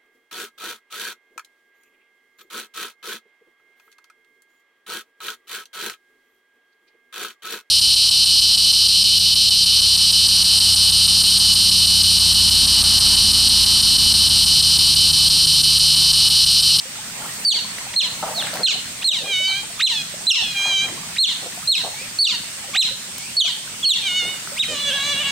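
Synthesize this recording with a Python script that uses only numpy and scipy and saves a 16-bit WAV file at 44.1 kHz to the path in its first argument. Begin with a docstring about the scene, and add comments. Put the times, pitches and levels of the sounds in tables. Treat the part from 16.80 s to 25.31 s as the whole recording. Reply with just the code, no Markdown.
"""Water hisses, washes and plops in a pool, and soon otters call: piercing chirps arch, drop and break into a
low tail; softer peeps, nasal whines and a long wavering wail come in between.
Shaped noise makes the running water, and short ringing bubbles make the laps, splashes and drops.
The voices are stacks of overtones on a gliding pitch, coloured by throat resonances; rock walls echo them.
A fast limiter turns everything down under the loud chirps, so the water ducks with them."""
import sys
import numpy as np
from scipy import signal
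from scipy.io import wavfile
from scipy.ndimage import uniform_filter1d

SR = 44100
rng = np.random.default_rng(int(sys.argv[2]) if len(sys.argv) > 2 else 0)


def generate_wav(signal):
    """Clip the signal to [-1, 1] and save it as 16-bit WAV at the path in sys.argv[1]."""
    frames = np.transpose(np.atleast_2d(signal))
    scaled = np.clip(frames, -1, 1) * 32767
    pcm = np.round(scaled).astype(np.int16)
    wavfile.write(sys.argv[1], SR, pcm)


N = 375291  # length of the sound in samples

# Levels in these tables are set before the mix, the echoes and the limiter.
# running water, its spectrum before scaling: [f/Hz, level/dB]
WATER_SPECTRUM = [(15, -49), (25, -20.5), (184, -3), (342, -16), (834, -13.5), (1180, -11.5), (2090, -6),
                  (2460, -5.5), (2810, -5), (3990, -4.5), (4570, -4), (6660, -4), (8490, -3.5),
                  (10800, -16.5), (15800, -17.5)]
# how alike the running water is on the left and right: [f/Hz, likeness from -1 to 1]
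WATER_LIKENESS = [(60, 0.91), (150, 1), (380, 0.73), (950, 0.46), (2380, -0.025), (5980, -0.12),
                  (15000, 0.18)]
# slow changes of the low wash of the pool: [t/s, boost/dB]
WASH_BOOSTS = [(0, 2), (.5, 11), (1.1, 8), (1.6, 11.5), (2.4, 4), (4.1, 8), (6.7, 3.5), (8.5, 11)]
# surges of the finest spray: [t/s, boost/dB]
SPRAY_SURGES = [(.55, 5.5), (1.55, 5.5), (3.83, 1.5), (4.9, 2.5), (7.721, 1.5), (8.3, 1)]
# water slapping the rocks: [t/s, level/dB, length/s, middle bubble pitch f/Hz]
SPLASHES = [(0.395, -37.5, 0.072, 1006), (1.425, -21, 0.015, 870), (1.463, -31.5, 0.062, 828),
            (1.556, -38.5, 0.16, 739), (1.599, -41, 0.22, 1710), (1.731, -32, 0.089, 668),
            (1.62, -42, 0.25, 211), (2.416, -40, 0.095, 546), (2.678, -40, 0.032, 926),
            (3.794, -39, 0.023, 995), (3.85, -35.5, 0.082, 880), (4.035, -40.5, 0.07, 920),
            (4.046, -42, 0.11, 351), (4.625, -36.5, 0.042, 572), (5.035, -33, 0.045, 714),
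            (7.419, -39.5, 0.065, 582), (7.882, -35, 0.055, 503)]
# single drops and wet taps: [t/s, level/dB, pitch f/Hz]
DROPS = [(.985, -17, 1940), (1.434, -25, 835), (1.481, -21, 1160), (1.625, -16.5, 1680),
         (1.67, -18.5, 2130), (1.739, -15, 4280), (1.756, -17.5, 4600), (1.772, -16, 1900),
         (3.342, -26.5, 586), (4.087, -19.5, 2000), (5.047, -18.5, 770), (6.382, -19.5, 7000),
         (7.674, -19.5, 1376)]
# chirps and their tails: [start t/s, length/s, rise/s, fall/s, start f/Hz, top f/Hz, f it falls towards/Hz,
# level/dB, f after the break/Hz, level after the break/dB, level at rest/dB, tail length/s]
CHIRPS = [(.648, 0.086, 0.025, 0.075, 4680, 4585, 800, 0, 1365, -28, -24, 0.071),
          (1.16, 0.063, 0.021, 0.046, 4070, 4270, 970, -1, 1285, -22.5, -26, 0.057),
          (1.831, 0.051, 0.021, .021, 4200, 4210, 2190, 0.5, 1620, -1, -32, 0.05),
          (2.241, 0.089, 0.017, 0.079, 3920, 4280, 1414, -6.5, 1320, -19, -30.5, 0.1),
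          (3.016, .07, .031, 0.043, 3435, 4170, 780, -3, 1172, -23, -24, 0.14),
          (3.467, 0.06, .022, 0.02, 3810, 4140, 2530, 1.5, 1510, -9, -27, 0.215),
          (4.381, 0.082, .032, 0.062, 3754, 4330, 776, -2, 1370, -33, -26, 0.083),
          (4.873, 0.086, 0.027, .068, 3950, 4318, 818, -1.5, 1310, -29, -30, .07),
          (5.386, .096, .029, .077, 4295, 4493, 840, 0, 1488, -15, -28, 0.084),
          (5.964, 0.07, .033, 0.043, 3400, 4130, 800, -3, 1410, -30, -29, 0.077),
          (6.566, 0.083, 0.021, 0.024, 4360, 4425, 2953, -2, 1380, -22, -30, .07),
          (7.045, 0.099, .028, 0.085, 4240, 4363, 805, -3.5, 1187, -29, -35, 0.087),
          (7.79, 0.06, 0.017, .031, 3350, 3886, 1380, -7, 1120, -32, -36, 0.027)]
# squeaks that sweep up just before a chirp: [start t/s, length/s, from f/Hz, to f/Hz, level/dB]
UPSWEEPS = [(1.13, 0.016, 1260, 3230, -26.5), (2.209, 0.027, 1047, 2090, -25.5),
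            (2.992, 0.027, 1114, 3650, -15), (4.353, 0.023, 1446, 3530, -25.5),
            (5.935, .036, 1063, 3620, -16), (7.758, 0.033, 1930, 3480, -25)]
# softer calls of animals facing away: [start t/s, length/s, from f/Hz, to f/Hz, level/dB]
PEEPS = [(1.544, 0.088, 4510, 2620, -20.5), (2.634, .11, 4750, 3520, -23.5),
         (5.146, 0.11, 2230, 2770, -33.5), (6.386, 0.12, 2170, 2900, -37.5),
         (7.026, .04, 3490, 2475, -14.5)]
# nasal whines, one list of points for each: [t/s, pitch f/Hz, level/dB]
WHINES = [
    [(2.44, 811, -33.5), (2.514, 804, -19), (2.54, 746, -16), (2.624, 752, -19), (2.654, 757, -15.5),
     (2.794, 795.9, -23.5), (2.82, 792, -33)],
    [(3.74, 801, -31), (3.77, 798, -18.5), (3.88, 804.5, -16.5), (3.99, 776, -13.5), (4.052, 814, -19),
     (4.065, 780, -24)],
    [(7.22, 820, -33), (7.27, 778, -16.5), (7.288, 723, -19), (7.338, 729, -21.5), (7.384, 739, -13.5),
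     (7.428, 705, -21.5), (7.516, 738, -26), (7.58, 715, -33.5)],
]
# the long wavering call: [t/s, pitch f/Hz, level/dB]
WAIL = [(7.88, 627, -27.5), (7.938, 601, -25), (7.95, 572, -27.5), (8.038, 575, -23), (8.094, 559, -18.5),
        (8.114, 504, -24), (8.142, 564, -18.5), (8.176, 551.4, -23), (8.32, 587.4, -21),
        (8.352, 546.6, -23.5), (8.42, 601.7, -19.5), (8.438, 533, -27), (8.46, 563, -21), (8.51, 557, -24)]
# how the throat passes overtones when the mouth is wide open: [f/Hz, level/dB]
OPEN_THROAT = [(900, -5), (1500, -13), (2200, -7.5), (3100, 8), (4200, -2.5), (5200, -1.5), (7500, -9.5),
               (8800, -17), (10500, -21), (14000, -35)]
# how the throat passes overtones in a chirp's tail: [f/Hz, level/dB]
TAIL_THROAT = [(800, -11), (970, -1.5), (1300, -17.5), (1700, -2.5), (2400, 6), (3200, 14.5), (4000, 13),
               (4800, 4), (5800, 0), (7400, -0.5), (8800, -32.5), (11000, -41)]
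# how the throat passes overtones in the low part of most other calls: [f/Hz, level/dB]
WHINE_THROAT = [(750, -37.5), (970, -5), (1250, -22.5), (1600, -14), (2350, 4.5), (3150, 12.5), (4000, 7.5),
                (4700, -3), (5500, -8.5), (6300, 5.5), (7400, -7.5), (10000, -47)]
# how the throat passes overtones in the wail: [f/Hz, level/dB]
WAIL_THROAT = [(560, -14.5), (1130, -10), (1700, -6.5), (2250, -5.5), (2850, 2.5), (3300, 0.5),
               (3850, -0.5), (4500, -12.5), (5500, -21), (7000, -12), (10000, -33)]
# bounces off the ledge and rock walls: [delay t/s, level/dB before each voice's own offset]
ECHOES = [(.0032, -12), (0.01, -17), (0.026, -19), (.053, -27)]
# how long the walls ring: [f/Hz, time to fade by 60 dB t/s]
RING_TIMES = [(200, 0.26), (1000, 0.15), (3000, 0.49), (4500, 0.45), (8000, 0.24), (14000, 0.067)]

WATER_DB = -32  # average level before the small left and right offsets
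SPRAY_DB, SURGE_S = 1.5, 0.21  # treble boost between surges; half the length of a surge
EDGE_HZ = 15850  # top of the sound band
ATTACK_DB, ATTACK_S = -19, 0.01  # a chirp starts this far down and swells
SAG_DB_PER_OCT = 14  # a chirp weakens as its pitch leaves the top
WEAK_HZ, WEAK_DB_PER_OCT = 2840, 15  # extra weakening below this pitch
FALTER_DB, FALTER_PER_S = 5, 130  # depth and changes a second of the unsteady level in a chirp's drop
WOBBLE, WOBBLE_PER_S = .022, 45  # share of the pitch and changes a second, after the break
REST_HZ, SLIDE_S, TAIL_RELEASE_S = 814, .04, 0.008  # resting pitch; times to slide there and to let go
GLIDE_BEND = 1.9  # above 1, a sweep starts slowly and speeds up
WHINE_SOFT_DB = 11  # dB per octave that a quiet whine loses of its overtones


def amp(db):
    """Turn decibels into a plain multiplier."""
    return 10 ** (np.asarray(db) / 20)


def evened(x):
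    """Scale a signal to an average (rms) level of one."""
    return x / np.sqrt(np.mean(x ** 2) + 1e-20)


def read(points, hz):
    """Read a curve joined by straight lines on a log-frequency axis."""
    f, value = np.transpose(points)
    return np.interp(np.log(hz + 1), np.log(f + 1), value)


def add(mix, s, sound):
    """Add a sound to the mix at s seconds, cutting off what runs past the end."""
    part = mix[max(round(s * SR), 0):][:len(sound)]
    part += sound[:len(part)]


def tremor(t, hz):
    """Random wavering: straight lines between chance values, hz of them a second."""
    knots = rng.standard_normal(4096)
    return np.interp(t * hz % 4095, np.arange(4096), knots)


def water(sizzle_db=4, sizzle_hz=8500, sizzle_width_hz=700):
    """Running water: noise shaped into a lumpy low wash under a smooth hiss with a bright sizzle."""
    frames, hz = N // 256 + 5, np.fft.rfftfreq(1024, 1 / SR)
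    t = np.arange(frames)[:, None] * 256 / SR
    a, b, c, d, patches = rng.standard_normal((5, frames, len(hz)))
    # neighbouring times and pitches swell together, so the noise is patchy
    patches = uniform_filter1d(patches, size=10, axis=0)
    patches = evened(uniform_filter1d(patches, size=9, axis=1))
    low = hz / (hz + 80) / (1 + (hz / 1800) ** 2)
    high = 1 / (1 + (9500 / (hz + 1)) ** 6)
    spray_db = SPRAY_DB + sum(db * np.exp(-((t - s) / SURGE_S) ** 2) for s, db in SPRAY_SURGES)
    field_db = read(WATER_SPECTRUM, hz) + sizzle_db * np.exp(-((hz - sizzle_hz) / sizzle_width_hz) ** 2)
    field_db = field_db + low * np.interp(t, *np.transpose(WASH_BOOSTS)) + high * spray_db
    field_db = field_db + patches * (low * 2.2 + (1 - low) * 1.4)
    # the right side shares part of the left side's noise
    same = np.clip(read(WATER_LIKENESS, hz), -1, 1)
    left = a + 1j * b
    right = same * left + np.sqrt(1 - same ** 2) * (c + 1j * d)
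    spectrum = np.array([left, right]) * amp(field_db)
    hiss = signal.istft(spectrum.transpose(0, 2, 1), nperseg=1024, noverlap=768)[1][:, :N]
    return amp(WATER_DB) * amp([[.6], [1.8]]) * evened(hiss)


def bubble(hz, cycles, rise):
    """A pocket of air rings briefly, its pitch rising as it surfaces."""
    t = np.arange(3000) / SR
    age = t * hz / cycles
    turns = hz * np.cumsum(1 + rise * np.minimum(age, 4)) / SR
    return np.exp(-age) * np.sin(2 * np.pi * turns)


def lapping(count=320):
    """Small bubbles ring at random times and places all round the edge of the pool."""
    out = np.zeros((2, N))
    for when, pitch, size, side in rng.random((count, 4)):
        plip = amp(-27 - 34 * size) * bubble(480 * 5 ** pitch, cycles=9.7, rise=0.065)
        add(out[0], when * N / SR, np.sqrt(1 - side) * plip)
        add(out[1], when * N / SR, np.sqrt(side) * plip)
    return out


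def splash(length, hz):
    """A slap of water is a crowd of 60 bubbles of scattered pitch and loudness."""
    crowd = np.zeros(SR // 3)
    for when, spread, size in rng.random((60, 3)):
        octaves = .42 * np.log((spread + .03) / (1.03 - spread))
        strength = amp(-14 * size) * np.sin(np.pi * spread)  # pitches far from the middle are weaker
        add(crowd, when * length, strength * bubble(hz * 2 ** octaves, cycles=7.2, rise=0.041))
    return crowd / np.sqrt((crowd ** 2).sum() / (length * SR))


def drop(hz):
    """A drop is one bubble and a tick of noise, stronger the higher the bubble's pitch."""
    tick = rng.standard_normal(3000) * np.exp(-np.arange(3000) / (0.0029 * SR))
    return bubble(hz, cycles=2.2, rise=0.02) + tick * hz / 10000


def splashes():
    """Slaps and drops of water ring at their listed times, with the deepest bass filtered out."""
    out = np.zeros(N)
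    for s, db, length, hz in SPLASHES:
        add(out, s, amp(db) * splash(length, hz))
    for s, db, hz in DROPS:
        add(out, s, amp(db) * drop(hz))
    return signal.sosfilt(signal.butter(2, 230, "high", fs=SR, output="sos"), out)


def call(rows, throat, jitter, drift_db, flutter_hz, rasp, soft_db=0):
    """Vocal folds on a gliding pitch; each overtone swells as it crosses a throat resonance."""
    s, pitch, level = np.transpose(rows)
    t = np.arange(s.min(), s.max(), 1 / SR)
    hz = np.exp(uniform_filter1d(np.interp(t, s, np.log(pitch)), size=300, mode="nearest"))
    effort_db = np.interp(t, s, level)
    unsteady_hz = hz * (1 + jitter * tremor(t, flutter_hz) + rasp * tremor(t, 900))
    phase = 2 * np.pi * np.cumsum(unsteady_hz) / SR
    k = np.arange(1, 19)[:, None]  # overtone numbers
    gape = np.clip(np.log2(hz / 1100), 0, 1)  # the mouth opens wide as the pitch climbs
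    shape_db = (1 - gape) * read(throat, k * hz) + gape * read(OPEN_THROAT, k * hz)
    # a starting or quiet voice has weaker overtones
    quiet = np.clip((-11 - effort_db) / 10, 0, 1)
    starting = np.exp(-((t - t[0]) / 0.035) ** 2)
    shape_db = shape_db - soft_db * np.log2(k) * np.maximum(quiet, starting)
    # tongue and lips keep shifting the colour
    weights = amp(shape_db + drift_db * tremor(t + 5 * k, 22)) * (k * hz < EDGE_HZ)
    voice = (weights * np.sin(k * phase)).sum(0) / np.sqrt((weights ** 2).sum(0) / 2)
    edges = np.clip(np.minimum((t - t[0]) / .003, (t[-1] - t) / .004), 0, 1)
    return t[0], voice * edges * amp(effort_db)


def chirp(start, length, rise, fall, start_hz, top_hz, low_hz, db):
    """The pitch rounds off at its top, then drops while the voice falters; rows of [t/s, f/Hz, level/dB]."""
    t = np.linspace(0, length, 100)
    climb = top_hz - (top_hz - start_hz) * (1 - t / rise) ** 2
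    descent = low_hz + (top_hz - low_hz) * np.exp(-((t - rise) / fall) ** 2)
    hz = np.where(t < rise, climb, descent)
    sag_db = SAG_DB_PER_OCT * np.log2(top_hz / hz)
    weak_db = WEAK_DB_PER_OCT * np.maximum(np.log2(WEAK_HZ / hz), 0)
    falter_db = FALTER_DB * np.clip((t - rise) / rise, 0, 1) * tremor(t, FALTER_PER_S)
    attack_db = ATTACK_DB * np.exp(-t / ATTACK_S)
    return np.transpose([start + t, hz, db + attack_db - sag_db - weak_db + falter_db])


def slide(start, length, break_hz, break_db, rest_db):
    """After the break, pitch and effort relax together and steady; rows of [t/s, f/Hz, level/dB]."""
    t = np.linspace(0, length, 100)
    tension = np.exp(-t / SLIDE_S)
    unsteady = np.sqrt(tension)
    hz = (REST_HZ + (break_hz - REST_HZ) * tension) * (1 + WOBBLE * unsteady * tremor(t, WOBBLE_PER_S))
    release_db = -10 * np.exp((t - length) / TAIL_RELEASE_S)
    db = rest_db + (break_db - rest_db) * tension + release_db
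    return np.transpose([start + t, hz, db + .5 * FALTER_DB * unsteady * tremor(t, FALTER_PER_S)])


def glide(start, length, from_hz, to_hz, db, crest, ends_db):
    """One quickening sweep, loudest at the share crest of its length; rows of [t/s, f/Hz, level/dB]."""
    u = np.linspace(0, 1, 50)
    swell_db = ends_db * ((u - crest) / crest) ** 2
    hz = from_hz * (to_hz / from_hz) ** (u ** GLIDE_BEND)
    return np.transpose([start + u * length, hz, db + swell_db])


def chirping():
    """Clean arching chirps break into low tails; some follow a squeak that sweeps upwards."""
    out = np.zeros(N)
    for start, length, *arch, break_hz, break_db, rest_db, tail_s in CHIRPS:
        arching = chirp(start, length, *arch)
        add(out, *call(arching, WHINE_THROAT, jitter=.007, drift_db=1.5, flutter_hz=140, rasp=.002, soft_db=7))
        tail = slide(start + length, tail_s, break_hz, break_db, rest_db)
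        add(out, *call(tail, TAIL_THROAT, jitter=.005, drift_db=1.5, flutter_hz=120, rasp=.002))
    for row in UPSWEEPS:
        sweep = glide(*row, crest=1.0, ends_db=-15.5)
        add(out, *call(sweep, WHINE_THROAT, jitter=.015, drift_db=2, flutter_hz=250, rasp=.008, soft_db=12))
    return out


def facing_away():
    """Animals facing away give short gliding peeps and one hoarser, wavering wail."""
    out = np.zeros(N)
    for row in PEEPS:
        sweep = glide(*row, crest=0.53, ends_db=-15)
        add(out, *call(sweep, WHINE_THROAT, jitter=.012, drift_db=2, flutter_hz=150, rasp=.008, soft_db=8))
    add(out, *call(WAIL, WAIL_THROAT, jitter=.012, drift_db=5, flutter_hz=80, rasp=.014))
    return out


def whining():
    """Nasal whines hold a fairly steady low pitch, rich in overtones."""
    out = np.zeros(N)
    for rows in WHINES:
        add(out, *call(rows, WHINE_THROAT, jitter=.006, drift_db=1.5, flutter_hz=45, rasp=.002,
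                       soft_db=WHINE_SOFT_DB))
    return out


def enclosure(x, wet_db, echo_db):
    """Direct sound, a few bounces off stone that reach each ear a little apart, and a diffuse tail."""
    taps = rng.standard_normal((2, SR)) * (rng.random((2, SR)) < .04)
    taps[1] = 0.15 * taps[0] + 0.83 * taps[1]
    hz, t, z = signal.stft(taps, SR, nperseg=256)
    fade = amp(-60 * t / read(RING_TIMES, hz)[:, None])
    z = z * fade * np.minimum(t / 0.04, 1)  # the tail builds up before it dies away
    tail = signal.istft(z, SR, nperseg=256)[1]
    response = amp(wet_db) * tail / np.linalg.norm(tail[0])
    response[:, 0] += 1  # the direct sound
    for (delay, db), skew in zip(ECHOES, rng.uniform(-.0001, .0001, len(ECHOES))):
        add(response[0], delay, amp([db + echo_db]))
        add(response[1], delay + skew, amp([db + echo_db]))
    return signal.fftconvolve(x[None], response, axes=1)[:, :N]


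def scene():
    """The otters and the pool between stone walls."""
    pool = water() + lapping() + enclosure(splashes(), wet_db=-3, echo_db=-38)
    voices = enclosure(chirping(), wet_db=-18, echo_db=3.5)
    voices = voices + amp(-2) * enclosure(facing_away(), wet_db=-8.5, echo_db=-4)
    voices = voices + amp(-2.5) * enclosure(whining(), wet_db=-16, echo_db=-69)
    return voices * amp(0) * np.array([[amp(-1)], [amp(1)]]) + pool  # voices lean to the right


def record(dry, ceiling_db=-18.0, recovery_db_per_s=450, squeeze=0.81):
    """A fast limiter holds loud moments down and soon lets go; then the top of the band is cut."""
    power_db = 10 * np.log10(abs(uniform_filter1d((dry ** 2).mean(0), size=100)) + 1e-12)
    fall = np.arange(N) * recovery_db_per_s / SR
    held_peak_db = np.maximum.accumulate(power_db + fall) - fall  # peaks fade at the recovery speed
    over_db = np.maximum(held_peak_db - ceiling_db, 0)
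    held = dry / amp(squeeze * signal.lfilter(np.ones(100) / 100, 1, over_db))
    low_pass = signal.firwin(511, EDGE_HZ, window=("kaiser", 9), fs=SR)
    return signal.oaconvolve(held, low_pass[None], "same")


dry = scene()
out = record(dry)
generate_wav(out)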